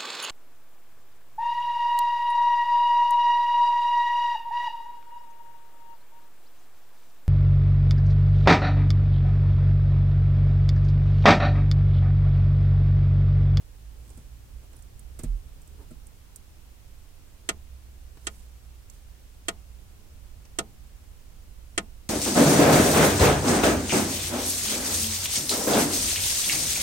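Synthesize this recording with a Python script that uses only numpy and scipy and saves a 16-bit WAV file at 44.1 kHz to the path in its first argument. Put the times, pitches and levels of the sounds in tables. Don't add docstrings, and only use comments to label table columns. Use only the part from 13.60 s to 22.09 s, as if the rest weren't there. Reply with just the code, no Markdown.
import sys
import numpy as np
from scipy import signal
from scipy.fft import rfft, irfft, next_fast_len
from scipy.io import wavfile
from scipy.ndimage import uniform_filter1d

SR = 44100
rng = np.random.default_rng(int(sys.argv[2]) if len(sys.argv) > 2 else 0)


def wav_record(signal):
    frames = np.transpose(np.atleast_2d(signal))
    bounded = np.clip(frames, -1, 1)
    quanta = np.round(bounded * 32767).astype(np.int16)
    wavfile.write(sys.argv[1], SR, quanta)


N = 374409


def amp(db):
    return 10 ** (np.asarray(db) / 20)


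def unit(x):
    return x / np.sqrt(np.mean(x ** 2) + 1e-20)


def along(points, hz):
    freqs, values = np.transpose(points)
    return np.interp(np.log(hz + 1), np.log(freqs), values)


def filtered(x, response):
    size = x.shape[-1]
    padded = next_fast_len(size + SR // 10)
    gain = response(np.fft.rfftfreq(padded, 1 / SR))
    return irfft(rfft(x, padded) * gain, padded)[..., :size]


def noise(spectrum, size, apart_hz):
    mid, side = rng.standard_normal((2, size))
    spread = lambda hz: np.pi / 4 * hz / np.hypot(hz, apart_hz)
    mid = filtered(mid, lambda hz: amp(along(spectrum, hz)) * np.cos(spread(hz)))
    side = filtered(side, lambda hz: amp(along(spectrum, hz)) * np.sin(spread(hz)))
    return unit(np.array([mid + side, mid - side]))


def strike(t, rise_s, ring_s):
    return (1 - np.exp(-(t / rise_s) ** 2)) * amp(-60 * t / ring_s)


def add(track, at_s, sound):
    start = round(at_s * SR)
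    part = sound[..., :N - start]
    track[:, start:start + part.shape[-1]] += part


# (frequency [Hz], relative level [dB])
HISS_TONE = [(100, 10.5), (500, 7), (1000, 4.5), (2000, 1.5), (2700, 2.5), (4000, 0), (8000, 0),
             (12000, -3), (13800, -1), (16000, -5.5)]

def hiss():
    return amp(-59.5) * amp([[-.5], [.5]]) * noise(HISS_TONE, N, apart_hz=515)


# (time [s], level [dB])
RUMBLE_LOUDNESS = [(0, -48.5), (2.2, -45), (2.7, -49.5), (5.8, -49), (6.4, -47), (8.49, -48)]
# (frequency [Hz], relative level [dB])
RUMBLE_TONE = [(12, -12.5), (18, 4.5), (26, -6), (34, 1.5), (44, -3.5), (60, 1.5), (78, -4.5), (110, -10.5),
               (150, -19), (250, -24), (500, -32), (1200, -51)]

def rumble():
    level_db = np.interp(np.arange(N) / SR, *np.transpose(RUMBLE_LOUDNESS))
    bass = noise(RUMBLE_TONE, N, apart_hz=112)
    lean_db = lambda hz: along([(40, 5.0), (130, -1.5)], hz)
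    return amp(level_db) * filtered(bass, lambda hz: amp([-lean_db(hz), lean_db(hz)]))


# (start [s], length [s], first firing rate [Hz], final rate [Hz],
# settling time [s], level [dB], fade [dB/s], octave above against the main note [dB])
ENGINE_SPELLS = [(0, 2, 48.94, 62.2, .65, -46.5, -3.5, -10.5),
                 (3.88, 2.4, 75.12, 59.53, 0.3018, -47.5, -3.5, -30)]

def engine(swell_s=0.21):
    out = np.zeros((2, N))
    for at_s, length, first_hz, final_hz, settle_s, db, fade_db_per_s, octave_db in ENGINE_SPELLS:
        t = np.arange(round(length * SR)) / SR
        firing_hz = final_hz + (first_hz - final_hz) * np.exp(-t / settle_s)
        phase = 2 * np.pi * np.cumsum(firing_hz) / SR
        hum = np.sin(phase) + amp(octave_db) * np.sin(2 * phase)
        swell = np.clip(np.minimum(t, length - t) / swell_s, 0, 1)
        loudness = swell * amp(db + fade_db_per_s * t)
        add(out, at_s, np.sqrt(2) * amp([[-2.5], [2]]) * loudness * hum)
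    return out


def contact(bright_tone, bright_loudness, dull_tone, dull_loudness):
    size = len(bright_loudness)
    bright = amp([[-10], [3]]) * noise(bright_tone, size, apart_hz=900)
    dull = noise(dull_tone, size, apart_hz=1070)
    return bright * bright_loudness + dull * dull_loudness


# (middle [s], length [s], dull level [dB], bright level [dB])
SOLE_RUBS = [(0.513, 0.34, -63.5, -65), (1.045, 0.037, -61, -72), (1.156, 0.087, -64, -66),
             (2.211, 0.063, -52.5, -66), (4.647, 0.079, -65, -61), (4.766, 0.22, -80, -60),
             (5.345, 0.09, -81, -62.5)]
# (frequency [Hz], relative level [dB])
SCUFF_TONE = [(150, 0), (380, 4), (650, -8), (950, -5), (1500, -15), (2500, -29), (8000, -32)]
SWISH_TONE = [(500, -21), (3500, -5), (6000, -3), (8500, 2), (12000, -5), (16000, -10)]

def rubs():
    out = np.zeros((2, N))
    t = np.arange(SR // 2) / SR - 1 / 4
    for at_s, length, dull_db, bright_db in SOLE_RUBS:
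        stroke = np.exp(-(2 * t / length) ** 2)
        wobble = unit(uniform_filter1d(rng.standard_normal(len(t)), size=200))
        grip = unit(amp(2.3 * wobble))
        rub = contact(SWISH_TONE, amp(bright_db) * stroke * grip, SCUFF_TONE, amp(dull_db) * stroke)
        add(out, at_s + t[0], rub)
    return out


# (frequency [times the strongest one], relative level [dB])
SNAP_TONE = [(.025, -33), (.4, -27), (.7, -9), (.87, 0), (1, 5.5), (1.15, -5), (1.4, -8), (2, -18)]
# (frequency [Hz], relative level [dB])
BODY_TONE = [(60, 14), (170, -6), (330, -0.5), (700, -6), (1400, -9.5), (4000, -13.5), (10000, -23)]

def tap(snap_db, peak_hz, body_db, rise_s=0.00098, ring_s=0.026):
    t = np.arange(SR // 4) / SR
    snap = amp(snap_db) * strike(t, rise_s, ring_s)
    body = amp(body_db) * strike(t, 1.8 * rise_s, 2.14 * ring_s)
    return contact(np.array(SNAP_TONE) * [peak_hz, 1], snap, BODY_TONE, body)


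# (time [s], snap level [dB], strongest snap frequency [Hz], body level [dB])
BOOT_TICKS = [(.502, -45.5, 7960, -51), (1.164, -47.5, 10000, -61), (1.222, -44, 8130, -64),
              (1.393, -40.5, 9200, -66), (2.017, -48, 8300, -65), (2.075, -47.5, 8360, -60),
              (2.468, -42.5, 8640, -61), (2.759, -32, 8440, -56), (4.570, -62, 8000, -43),
              (5.2986, -40, 7340, -57), (6.852, -49, 6000, -47)]
# (start [s], end [s], count, snap level [dB], body level [dB])
FAINT_TICKS = [(0.439, 0.554, 2, -49, -57), (1.129, 1.2, 2, -51, -48), (6.104, 7.799, 5, -58, -59)]

def ticks(faint_peak_hz=8700, scatter_db=1.5):
    out = np.zeros((2, N))
    for at_s, snap_db, peak_hz, body_db in BOOT_TICKS:
        add(out, at_s, tap(snap_db, peak_hz, body_db))
    for start, end, count, snap_db, body_db in FAINT_TICKS:
        for at_s in rng.uniform(start, end, size=round(count)):
            stray_db = scatter_db * rng.standard_normal()
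            add(out, at_s, tap(snap_db + stray_db, faint_peak_hz, body_db + stray_db))
    return out


# (time [s], thud level [dB], high-note boost [dB/octave], slap level [dB])
SOLE_KNOCKS = [(0.571, -13.5, 0, -47.5), (1.588, -12.5, 4.5, -36), (1.632, 1, 0, -34.5),
               (2.306, -9, 2, -49)]
# (frequency [Hz], level [dB], ring time [s])
FLOOR_NOTES = [(91.4, -25.5, 0.084), (155, -32, 0.2), (238.4, -27, 0.1), (328, -27.5, 0.052),
               (483, -41, 0.066), (622, -37.5, 0.055), (1340, -39, 0.029)]

def knocks(thud_lag_s=0.001):
    out = np.zeros((2, N))
    t = np.arange(SR // 2) / SR
    for at_s, thud_db, boost_db, slap_db in SOLE_KNOCKS:
        slap = tap(slap_db, peak_hz=8500, body_db=slap_db - 3, rise_s=0.0029, ring_s=0.057)
        add(out, at_s, slap)
        for hz, db, ring_s in FLOOR_NOTES:
            gain = amp(thud_db + db + boost_db * np.log2(hz / 230))
            note = np.sin(2 * np.pi * (hz * t + rng.random()))
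            add(out, at_s + thud_lag_s, gain * note * strike(t, 0.006, ring_s))
    return out


def boom(peak_s=1.708, hz=39, swell_s=0.045, fade_s=0.07):
    t = np.arange(N) / SR - peak_s
    swell = np.exp(-(t / np.where(t < 0, swell_s, fade_s)) ** 2)
    return amp(-21.5) * amp([[-3.5], [2.5]]) * np.cos(2 * np.pi * hz * t) * swell


# (frequency [Hz], left level [dB], right level [dB], ring time [s])
PEDAL_NOTES = [(210, -48, -43, 0.22), (327, -19, -19, 0.037), (432, -43, -37, 0.17),
               (674, -27.5, -31.5, 0.074), (787, -37, -32.5, 0.078), (1056, -51.5, -43.5, 0.14),
               (1255, -28.5, -26, 0.077), (1352, -27, -25, 0.054), (1444, -33, -24, 0.064),
               (1810, -23.5, -24.5, 0.058), (1928, -22, -25, 0.043), (1986, -29, -27.5, 0.037),
               (2330, -31, -33.5, 0.063), (2698, -21.5, -51, 0.035), (2910, -25.5, -30, 0.03),
               (3240, -22, -34, 0.049), (3690, -27, -33, 0.035), (4280, -31.5, -30.5, 0.036),
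               (6290, -49, -21.5, 0.03), (6320, -48, -41, 0.022), (7250, -48, -33, .036),
               (7530, -45, -21.5, 0.034), (8000, -55, -13.5, 0.022), (8700, -47, -44, 0.02),
               (8940, -46, -23, 0.023)]

def pedal_ring(t, first_sides, scatter_db=1.0, mic_delay_s=0.00018):
    ring = np.zeros((2, len(t)))
    for (hz, left_db, right_db, ring_s), side in zip(PEDAL_NOTES, first_sides):
        head_start = side * mic_delay_s / 2 * np.array([[1], [-1]])
        gain = amp(np.array([[left_db], [right_db]]) + scatter_db * rng.standard_normal())
        note = side * np.sin(2 * np.pi * hz * (t + head_start))
        ring += gain * note * strike(t, 0.0026, ring_s)
    return ring


# (frequency [Hz], left level [dB], right level [dB])
CRACK_TONE = [(81.4, 8, 2.5), (300.1, 8.5, 8), (610, 7.5, 6), (1030, 4, 2.5), (1500, -1, -1.5),
              (2020, 9.5, 4), (2500, 6.5, 1.5), (3400, 6.5, 7), (5130, -4.5, 4.5), (6660, -3, 7.5),
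              (8700, -7, 13), (10230, -19, 0), (12500, -21, -5.5), (16000, -29, -21)]
# (frequency [Hz], ring time [s])
CRACK_RING_TIMES = [(150, 0.44), (400, 0.12), (1000, 0.1), (2800, 0.056), (7300, 0.045), (13000, 0.031)]

def pedal_crack(t, rise_s=0.0011):
    white = noise([(100, 0), (10000, 0)], len(t), apart_hz=900)
    band_hz, when, bands = signal.stft(white, SR, nperseg=128)
    fade = amp(-60 * when / along(CRACK_RING_TIMES, band_hz)[:, None])
    dying = signal.istft(bands * fade, SR, nperseg=128)[1][:, :len(t)]
    spectrum = rfft(dying * (1 - np.exp(-(t / rise_s) ** 2)))
    energy = np.abs(uniform_filter1d(np.abs(spectrum) ** 2, size=60))
    even = irfft(spectrum / np.sqrt(energy + 1e-12), len(t))
    freqs, left_db, right_db = np.transpose(CRACK_TONE)
    left, right = np.c_[freqs, left_db], np.c_[freqs, right_db]
    return filtered(even, lambda hz: amp([along(left, hz), along(right, hz)]))


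# (time [s], relative level [dB], thump [dB], knock [dB], clank [dB], clack [dB], top [dB])
PEDAL_CLICKS = [(3.8890, 0.5, -3, -3.5, -0.5, 0.5, 0), (4.6682, -4, -5.5, -8, -2, -0.5, -1.5),
                (5.8827, -1.5, -1.5, 0, 1, 1.5, 2), (6.9862, 0, 1, 1.5, 0, -4, 2),
                (8.1770, 1.2, 1, -0.5, 0.5, 3, -3.5)]

def clicks(alike=0.77):
    out = np.zeros((2, N))
    t = np.arange(SR // 5) / SR
    fade_out = np.cos(np.pi / 2 * t / t[-1])
    first_sides = rng.choice([-1, 1], size=len(PEDAL_NOTES))
    shared_crack = pedal_crack(t)
    for at_s, db, thump_db, knock_db, clank_db, clack_db, top_db in PEDAL_CLICKS:
        crack = np.sqrt(alike) * shared_crack + np.sqrt(1 - alike) * pedal_crack(t)
        click = (amp(1.3) * pedal_ring(t, first_sides) + amp(-0.15) * crack) * fade_out
        tone = [(330, thump_db), (650, knock_db), (1450, clank_db), (1950, clack_db),
                (4000, 0), (8000, 0), (12500, top_db)]
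        add(out, at_s, amp(db) * filtered(click, lambda hz: amp(along(tone, hz))))
    return out


def scene():
    return clicks() + ticks() + rubs() + knocks() + boom() + engine() + rumble() + hiss()


def record(dry):
    return filtered(dry, lambda hz: hz < 16000)


dry = scene()
out = record(dry)
wav_record(out)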